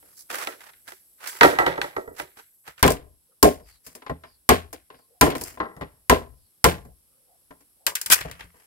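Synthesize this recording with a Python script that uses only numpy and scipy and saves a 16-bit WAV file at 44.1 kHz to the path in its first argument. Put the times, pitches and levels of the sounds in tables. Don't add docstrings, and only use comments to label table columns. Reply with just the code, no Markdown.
import sys
import numpy as np
from scipy import signal
from scipy.fft import rfft, irfft
from scipy.io import wavfile
from scipy.ndimage import uniform_filter1d

SR = 44100
rng = np.random.default_rng(int(sys.argv[2]) if len(sys.argv) > 2 else 0)


def waveform_to_disk(signal):
    frames = np.transpose(np.atleast_2d(signal))
    scaled = np.clip(frames, -1, 1) * 32767
    samples = np.round(scaled).astype(np.int16)
    wavfile.write(sys.argv[1], SR, samples)


N = 381906
FAR_LAG_SAMPLES, NEAR_LAG_SAMPLES = 22, -18


def undb(db):
    return 10 ** (np.asarray(db) / 20)


def peak(x):
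    power = uniform_filter1d(np.mean(x ** 2, axis=0), size=176)
    return x / np.sqrt(power.max())


def unit(x):
    return x / np.sqrt(np.mean(x ** 2))


def fade(t, t60_s):
    return np.exp(-np.log(1000) * t / max(t60_s, .01))


def pair(count, alike, scatter_db=0., density=0.85):
    sizes = np.minimum(rng.exponential(size=(3, count)), 5)
    kept = rng.random((3, count)) < density
    grains = rng.standard_normal((3, count)) * undb(scatter_db * sizes) * kept
    return np.sqrt(alike) * grains[0] + np.sqrt(1 - alike) * grains[1:]


def bands(x, table):
    out = 0
    for k, (hz, width_hz, db) in enumerate(table):
        b, a = signal.iirpeak(hz, hz / width_hz, fs=SR)
        out = out + (-1) ** k * undb(db) * signal.lfilter(b, a, x)
    return out


def ring(x, modes, t):
    chance = rng.standard_normal((len(modes), 2)) * [2, .015]
    u = t[:len(t) // 2]
    reply = 0
    for k, ((hz, db, t60_s), (extra_db, detune)) in enumerate(zip(modes, chance)):
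        tone = np.sin(2 * np.pi * hz * (1 + detune) * u)
        reply = reply + (-1) ** k * undb(db + extra_db) * fade(u, t60_s) * tone
    return signal.fftconvolve(x, reply[None])[:, :len(t)]


def place(x, pan_db, lag_samples):
    left, right = np.roll(x[0], max(lag_samples, 0)), np.roll(x[1], max(-lag_samples, 0))
    return np.array([left * undb(pan_db / 2), right * undb(-pan_db / 2)])


# frequency in Hz, relative density in dB.
AIR_SPECTRUM = [(18, -32.5), (46, -4), (266, -10), (2010, -23), (3400, -20), (4420, -19.5), (5450, -16),
                (6550, -24), (7670, -15), (11400, -5), (12600, -10), (13700, -26), (16000, -17.5)]
# time in seconds, level in dB.
AIR_LEVEL = [(0, -57), (2.7, -67), (2.85, -64), (8.66, -61)]
# centre in Hz, width of the first filter in Hz, mean throbs per second,
# level in dB up to 2.7 s, level in dB from 2.8 s.
INSECT_BANDS = [(7800, 120, 15, -73.5, -83), (10500, 3900, 24, -64.5, -80.5), (11900, 900, 17, -62, -79)]


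def bushes():
    t = np.arange(N) / SR
    hz, db = np.transpose(AIR_SPECTRUM)
    f = np.fft.rfftfreq(N, 1 / SR) + 1
    air = irfft(rfft(pair(N, 0.11)) * undb(np.interp(np.log(f), np.log(hz), db)), N)
    out = unit(air) * undb(np.interp(t, *np.transpose(AIR_LEVEL)))
    near = np.clip((t - 2.7) / .1, 0, 1)
    for hz, width_hz, rate_hz, first_db, later_db in INSECT_BANDS:
        drift = unit(uniform_filter1d(rng.standard_normal(N), size=4000))
        throb = 1 + 0.24 * np.sin(2 * np.pi * np.cumsum(rate_hz * (1 + .03 * drift)) / SR)
        narrow = bands(pair(N, 0.16), [(hz, width_hz, 0)])
        band = unit(bands(narrow, [(hz, 2 * width_hz, 0)]))
        out += undb(first_db + (later_db - first_db) * near) * throb * band
    return out


# start in seconds, length in seconds, start in Hz, end in Hz, level in dB.
FALLING_CHIRPS = [(3.62, 0.18, 5070, 4080, -58.5), (4.214, 0.18, 5350, 4240, -62),
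                  (4.913, 0.16, 5300, 4170, -67), (6.33, 0.21, 5340, 3900, -72)]


def chirps():
    t, out = np.arange(N) / SR, 0
    husk = unit(uniform_filter1d(pair(N, 0.33), size=60))
    for s, length_s, start_hz, end_hz, db in FALLING_CHIRPS:
        u = np.clip((t - s) / length_s, 0, 1)
        phase = 2 * np.pi * np.cumsum(start_hz + (end_hz - start_hz) * u) / SR
        out = out + undb(db) * np.sin(np.pi * u) * np.sin(phase) * husk
    return out


# start in seconds, length in seconds, pitch in Hz, level in dB before the swell.
HUM_NOTES = [(3.277, 0.077, 504, -69.5), (3.305, .04, 1280, -73), (5.082, 0.092, 494, -63),
             (5.12, 0.089, 735, -68.5), (6.872, 0.065, 735, -64.5), (6.87, 0.066, 513, -72.5),
             (7.05, 0.44, 524, -74), (7.098, 0.1, 1280, -77.5), (7.27, 0.11, 734, -64.5),
             (7.757, 0.15, 520, -71), (7.79, 0.083, 735, -66)]


def hum():
    out, count = np.zeros((2, N + SR)), SR // 2
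    t = np.arange(count) / SR
    for s, length_s, hz, db in HUM_NOTES:
        width_hz = .13 * hz
        narrow = bands(pair(count, 0.26), [(hz, width_hz, 0)])
        note = unit(bands(narrow, [(hz, 2 * width_hz, 0)]))
        i = int(s * SR)
        out[:, i:i + count] += undb(db) * note * np.sin(np.pi * np.clip(t / length_s, 0, 1))
    return out[:, :N]


RISE_DB = 32
# centre in Hz, width in Hz, gain in dB.
FIZZ_BANDS = [(4760, 1200, 1.5), (6330, 2800, -0.5), (8030, 1100, 3.5), (10900, 2000, 1),
              (15200, 2400, -3.5), (6380, 70, -3), (7590, 28, 4.5), (10150, 74, -3.5)]


def rustle(table, body, lag_samples, scatter_db, density, fall_t60_s, pan_db):
    t = np.arange(N) / SR
    clusters = undb(3 * unit(uniform_filter1d(rng.standard_normal(N), size=300)))
    low = unit(bands(clusters * pair(N, 0.17, scatter_db, density), body))
    high = unit(bands(clusters * pair(N, 0.13, scatter_db, 3 * density), FIZZ_BANDS))
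    body_power, treble_power = np.zeros(N), np.zeros(N)
    for s, rise_s, hold_s, db, treble_db in table:
        rise = undb(db - RISE_DB * np.clip(1 - (t - s) / rise_s, 0, 1)) * (t > s)
        shape = rise * fade(np.maximum(t - s - rise_s - hold_s, 0), fall_t60_s)
        body_power += shape ** 2
        treble_power += (shape * undb(treble_db)) ** 2
    return place(low * np.sqrt(body_power) + high * np.sqrt(treble_power), pan_db, lag_samples)


# start in seconds, rise in seconds, hold in seconds, body level in dB,
# treble in dB above the body.
LITTER_STEPS = [(0.01, 0.053, 0.079, -65, 1), (.11, 0.067, 0.04, -64, 19.5), (.29, 0.012, .14, -33.5, -5),
                (.46, 0.05, 0.013, -44, -28), (.58, 0.026, 0.092, -49.5, -8),
                (.85, 0.032, 0.023, -45, -3.5), (1.18, 0.068, 0.031, -36, -7),
                (1.3, 0.017, 0.073, -45.5, -1), (2.14, 0.055, 0.008, -36.5, -2),
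                (2.35, 0.026, .015, -48, -4.5), (2.64, 0.041, 0.0069, -40, -8.5),
                (2.76, 0.023, 0.014, -49, -3.5)]
# centre in Hz, width in Hz, gain in dB.
LITTER_BANDS = [(420, 270, -2.5), (856, 700, 4), (1720, 1300, 4.5)]


def steps():
    return rustle(LITTER_STEPS, LITTER_BANDS, FAR_LAG_SAMPLES, scatter_db=2.5, density=0.09,
                  fall_t60_s=0.13, pan_db=-4)


# start in seconds, rise in seconds, hold in seconds, body level in dB,
# treble in dB above the body.
HAND_RUBS = [(3.63, 0.044, 0.031, -57.5, 1.5), (3.83, 0.022, .04, -60.5, 9.5), (5.34, 0.04, 0.061, -62, 12),
             (5.4, 0.057, 0.036, -45.5, 2.5), (8.15, 0.0072, .01, -31.5, -2.5),
             (8.2, 0.0046, 0.0055, -50, -2), (8.24, 0.011, 0.031, -44.5, -25),
             (8.31, 0.027, 0.061, -54.5, -14), (8.38, 0.017, 0.014, -46, -19),
             (8.5, 0.065, 0.086, -63.5, -3)]
# centre in Hz, width in Hz, gain in dB.
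TORN_BANDS = [(1194, 1620, -15.5), (1594, 210, -1.5), (1930, 170, -10), (2440, 122, 5), (2477, 170, 2),
              (3350, 640, -8.5)]


def hands():
    return rustle(HAND_RUBS, TORN_BANDS + LITTER_BANDS, NEAR_LAG_SAMPLES, scatter_db=0.3, density=.04,
                  fall_t60_s=.25, pan_db=2.2)


# start in seconds, rise in seconds, hold in seconds, body level in dB,
# treble in dB above the body.
FIBRE_TEARS = [(8.096, 0.016, 0.032, -14.5, 4.5), (8.15, 0.0046, .02, -38, 5.5)]


def tear():
    return rustle(FIBRE_TEARS, TORN_BANDS, NEAR_LAG_SAMPLES, scatter_db=1.0, density=0.05,
                  fall_t60_s=0.061, pan_db=2.5)


TOUCH_S = .0008
# frequency in Hz, gain in dB, t60 in seconds.
SWAY_MODES = [(38.3, -4, 0.036), (54, 0.5, 0.15), (71.4, -4.5, 0.16), (81, -9, 0.33), (99, -2, 0.04)]


def sway(contacts, t, rattle_s):
    thump = np.sin(np.pi * np.clip(t / 0.0019, 0, 1))
    push = thump + 0.37 * contacts * fade(t, 8.6 * rattle_s)
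    return peak(ring(push, SWAY_MODES, t)) * np.clip((.38 - t) / 0.13, 0, 1)


# centre in Hz, width in Hz, gain in dB.
SPLINTER_BANDS = [(1530, 250, 1.5), (2106, 270, -0.5), (2317, 270, -0.5), (2940, 900, -3),
                  (3910, 1700, -5.5)]


def fibres(t, crack_s, splinter_t60_s, splinter_tail_db, fizz_tail_db):
    touch = np.minimum(t / TOUCH_S, 1)
    crack = np.exp(-t / crack_s) * touch ** 2
    tail = fade(t, splinter_t60_s) * touch
    splinter = (crack + undb(splinter_tail_db) * tail) * pair(len(t), 0.49, scatter_db=3.5, density=.05)
    fizz = (crack + undb(fizz_tail_db) * tail) * pair(len(t), 0.14, scatter_db=2.5, density=0.41)
    splinter = bands(bands(splinter, SPLINTER_BANDS), [(2303, 3000, 0)])
    return peak(splinter), peak(bands(fizz, FIZZ_BANDS))


WALL_HZ = 780
WALL_DB_PER_SPLINTER_DB = 0.33
CUT_S, LOOSE_DB = 6.6, -3.5
# frequency in Hz, gain in dB, t60 in seconds.
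BEND_MODES = [(131, -5, 0.092), (171, -2, 0.099), (215, 2, 0.0092)]
# frequency in Hz, gain in dB, t60 in seconds.
LOOSE_END_MODES = [(170.7, -3, .22), (192.5, -10, 0.19)]


def blows(table, modes, lag_samples, click, swell, hold_s, crack_s, splinter_t60_s, splinter_tail_db,
          fizz_tail_db, wall_db, wall_loss_per_fizz_db, rattle_tail_db, bend_db, pan_db, bass_left_db):
    out, count = np.zeros((2, N + SR)), SR // 2
    t = np.arange(count) / SR
    tube = [m for m in modes if m[0] < WALL_HZ]
    wall = [m for m in modes if m[0] >= WALL_HZ]
    touch = int(TOUCH_S * SR)
    sway_pan_db = np.array([[.5], [-.5]]) * bass_left_db
    for s, db, sway_db, splinter_db, fizz_db, rattle_s in table:
        contacts = pair(count, 0.83, scatter_db=2.6, density=.035)
        contacts[:, :touch] = 0
        contacts[:, touch] += click
        late = np.maximum(t - hold_s, 0)
        dying = fade(late, .5 * rattle_s) + undb(rattle_tail_db) * fade(late, 1.42 * rattle_s)
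        slow = contacts * dying * (1 - swell * np.maximum(1 - t / hold_s, 0))
        early = np.maximum(t - 0.52 * hold_s, 0)
        quick = contacts * (fade(early, 0.4 * rattle_s) + undb(rattle_tail_db) * fade(early, 1.4 * rattle_s))

        hit = peak(ring(slow, tube, t))
        hit += undb(sway_db + bend_db) * peak(ring(slow, BEND_MODES, t))
        hit += undb(sway_db + sway_pan_db) * sway(contacts, t, rattle_s)
        if s > CUT_S:
            hit += undb(sway_db + LOOSE_DB) * peak(ring(slow, LOOSE_END_MODES, t))
        splinter, fizz = fibres(t, crack_s, splinter_t60_s, splinter_tail_db, fizz_tail_db)
        hit += undb(splinter_db) * splinter + undb(fizz_db) * fizz

        wall_gain_db = wall_db + WALL_DB_PER_SPLINTER_DB * splinter_db - wall_loss_per_fizz_db * fizz_db
        wall_ring = undb(wall_gain_db) * peak(ring(quick, wall, t))
        both = place(hit, pan_db, lag_samples) + place(wall_ring, pan_db, lag_samples // 2)
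        i = int(s * SR)
        out[:, i:i + count] += undb(db) * both * np.clip((.48 - t) / 0.097, 0, 1)
    return out[:, :N]


# start in seconds, tube peak in dB, then sway, splinter and fizz in dB above
# the tube, rattle time in seconds (scaled per layer).
TURNING_KNOCKS = [(3.599, -52.5, -12.5, -8, -7, 0.2), (3.864, -50.5, -8.5, 4, 11.5, 0.37),
                  (3.95, -44.5, -37, -0.5, 5.5, 0.22), (4.019, -48.5, -32, 1.5, -19.5, 0.18),
                  (4.063, -41.5, -27, 0.5, -35, 0.14), (4.095, -26, -9, -15.5, -25.5, 0.18),
                  (4.236, -45.5, -17, -1.5, -20.5, 0.22), (4.728, -37.5, -31.5, -5.5, 2, 0.16),
                  (4.901, -46.5, -23, -0.5, -26, 0.3), (4.943, -61, -3.5, 8.5, -10, 0.16),
                  (4.988, -56.5, -22, -11, -10, 0.17), (5.262, -23.5, -13, -12, -12, 0.16),
                  (5.301, -30, -24, -0.5, -6.5, 0.19), (5.351, -29.5, -27, -3, -8, 0.059),
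                  (5.411, -34.5, -21, -5, 5, 0.16), (5.572, -42.5, -17, -9, -38, 0.057),
                  (5.6, -24, -20, -11, -40, 0.41), (5.764, -45.5, -2, -12, -10.5, 0.45),
                  (5.81, -31, -7, -12, -21, 0.26), (6.849, -48, -1, -17, -10, 0.23),
                  (7.506, -44, -18, -9, -17, 0.23), (7.605, -61, -11.5, -3, 2.5, 0.19),
                  (8.249, -32.5, -4, -42, -21, 0.3), (8.54, -58, -10, -8, -13, 0.55)]
# frequency in Hz, gain in dB, t60 in seconds.
NEAR_END_MODES = [(246.9, -7, 0.056), (287.5, -0.5, 0.027), (327, -6, .045), (403.5, -7.5, 0.057),
                  (480, -2.5, 0.034), (555, -10, 0.044), (612.2, -4.5, 0.036), (731.7, -1, 0.017),
                  (780.6, -7, 0.064), (835, -4.5, 0.041), (942, -4.5, 0.041), (1037.6, 1, 0.057),
                  (1179, -3.5, .03), (1344, -5.5, 0.036), (1601, -7.5, .035), (1772, -6, 0.032),
                  (1960, -4, 0.024)]


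def knocks():
    return blows(TURNING_KNOCKS, NEAR_END_MODES, NEAR_LAG_SAMPLES, click=5.6, swell=0.11, hold_s=0.0099,
                 crack_s=0.0093, splinter_t60_s=0.28, splinter_tail_db=-9, fizz_tail_db=-21.5,
                 wall_db=-2, wall_loss_per_fizz_db=0.25, rattle_tail_db=-13, bend_db=3.5,
                 pan_db=2.5, bass_left_db=-4.0)


# start in seconds, tube peak in dB, then sway, splinter and fizz in dB above
# the tube, rattle time in seconds (scaled per layer).
FIBRE_SNAPS = [(2.863, -15.5, -14.5, -20.5, -6.5, 0.063), (2.903, -27.5, -11.5, -7.5, 6, 0.082),
               (2.919, -32, -2.5, -21.5, 10, 0.13), (5.366, -42, -13, -28, 3, 0.051),
               (5.38, -49, -13, -13, 11, 0.08), (5.436, -71.5, -17, 8, 44, 0.22),
               (7.865, -32.5, -19.5, 14, 19, 0.24), (7.952, -49, -33, 21.5, 28.5, 0.045),
               (7.955, -51.5, -32, 17, 31.5, 0.27), (8.013, -55, -27, 20, 32.5, 0.38),
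               (8.06, -51, -4, 19, 28.5, 0.49), (8.1, -30, -13, 10, 14, 0.1),
               (8.208, -42, -3.5, 13, 9.5, 0.062), (8.295, -62, -9, 7, -1, 0.19),
               (8.312, -50.5, 2, 12, 13, 0.031), (8.406, -48.5, -3, 12, -1, 0.15),
               (8.442, -59, 6, -1, 4, 0.14)]
# frequency in Hz, gain in dB, t60 in seconds.
CUT_END_MODES = [(367, -6.5, 0.013), (585, -3, 0.01), (950, 0.5, 0.036), (1200, -3.5, 0.05),
                 (1660, -2, 0.016)]


def snaps():
    return blows(FIBRE_SNAPS, CUT_END_MODES, NEAR_LAG_SAMPLES, click=2.2, swell=.1, hold_s=.0022,
                 crack_s=.0025, splinter_t60_s=0.13, splinter_tail_db=-2.5, fizz_tail_db=-14,
                 wall_db=-1.5, wall_loss_per_fizz_db=.02, rattle_tail_db=-13.5, bend_db=-0.5,
                 pan_db=2.5, bass_left_db=1.5)


# start in seconds, tube peak in dB,
# then sway, splinter and fizz in dB above # the tube, rattle time in seconds (scaled per layer).
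POLE_DROPS = [(0.025, -57, -25, -5, -21, 0.31), (0.302, -39, -25, -4, -9, 0.9),
              (0.471, -32.5, -47, 6.5, -3, 0.25), (0.605, -68, -22, 22, 18, 0.14),
              (0.653, -76, -30, 16, -7, 0.43), (0.699, -71, -25, 6, -8, 0.11),
              (0.733, -71.5, -22, 18.5, -7, 0.32), (0.877, -54.5, -14, 14.5, 10, 0.089),
              (0.919, -46.5, -36, 4, 0, 0.037), (1.272, -60, -45, 27, 32, 0.18),
              (1.294, -60, -18, 24.5, 17, 0.13), (1.327, -50.5, -25, 6, -10, 0.48),
              (1.409, -10, -23.5, 5, -17, 0.61), (1.431, -7.5, -42, 1, -11.5, 0.25),
              (1.446, -9, -30, -11, -24, 0.22), (1.586, -15, -25, -2.5, -17.5, 0.74),
              (1.663, -17.5, -22.5, -3.5, -17.5, 0.41), (1.777, -26, -22, -11.5, -24, 0.23),
              (1.814, -34.5, -19, 15.5, -1.5, 0.39), (1.841, -29, -30, -10, -22, 0.11),
              (1.964, -22.5, -29.5, -14, -24, 0.3), (2.075, -34, -23.5, -29, -29, 0.38),
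              (2.197, -34, -22, 5, -10, 0.22), (2.37, -53.5, -21, 5, 0, 0.085),
              (2.395, -51.5, -45.5, 3.5, -3.5, 0.042), (2.678, -49, -10.5, 6.5, -12, 0.078),
              (2.779, -62.5, -10.5, 16.5, -19, 0.097)]
# frequency in Hz, gain in dB, t60 in seconds.
LONG_POLE_MODES = [(295.3, -10.5, 0.058), (378.8, -8, 0.096), (471, -1.5, 0.042), (600, -1.5, 0.059),
                   (610.4, -0.5, 0.039), (696, 3.5, 0.016), (830, -5, .04), (944, -8, 0.068),
                   (1110, 0, 0.011), (1260, -4.5, 0.031), (1355.7, -9.5, 0.092), (1595, -7, 0.036),
                   (1740, -7, 0.013), (1950, -3.5, 0.051)]


def drops():
    return blows(POLE_DROPS, LONG_POLE_MODES, FAR_LAG_SAMPLES, click=9.8, swell=0.77, hold_s=.006,
                 crack_s=0.0023, splinter_t60_s=0.32, splinter_tail_db=-20.5, fizz_tail_db=-7.0,
                 wall_db=4, wall_loss_per_fizz_db=0.033, rattle_tail_db=-13.5, bend_db=3.5,
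                 pan_db=-3, bass_left_db=1.5)


# start in seconds, tube peak in dB, then sway, splinter and fizz in dB above
# the tube, rattle time in seconds (scaled per layer).
BLADE_CHOPS = [(2.827, -8, -7, -5, -1, 0.18), (2.877, -15.5, -20.5, -3.5, -2.5, 0.23),
               (3.427, -4.5, -15, -8.5, -1.5, 0.17), (4.49, -7, -12.5, -3.5, 0, 0.17),
               (5.21, -9, -11.5, -3.5, 2, 0.33), (6.096, -5, -14, -5.5, -4.5, 0.2),
               (6.641, -10, -7.5, -1.5, 5.5, 0.19)]


def chops():
    return blows(BLADE_CHOPS, NEAR_END_MODES, NEAR_LAG_SAMPLES, click=7.2, swell=0.65, hold_s=0.025,
                 crack_s=0.0026, splinter_t60_s=0.22, splinter_tail_db=-5.5, fizz_tail_db=-19.0,
                 wall_db=1.0, wall_loss_per_fizz_db=-0.18, rattle_tail_db=-7, bend_db=-2,
                 pan_db=1.04, bass_left_db=7)


def scene():
    background = bushes() + chirps() + hum()
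    rustles = steps() + hands() + tear()
    return background + rustles + knocks() + snaps() + drops() + chops()


def record(dry):
    limited = 1.002 * np.tanh(dry / 1.09)
    return signal.sosfilt(signal.ellip(8, .2, 60, 15700, fs=SR, output="sos"), limited)


dry = scene()
out = record(dry)
waveform_to_disk(out)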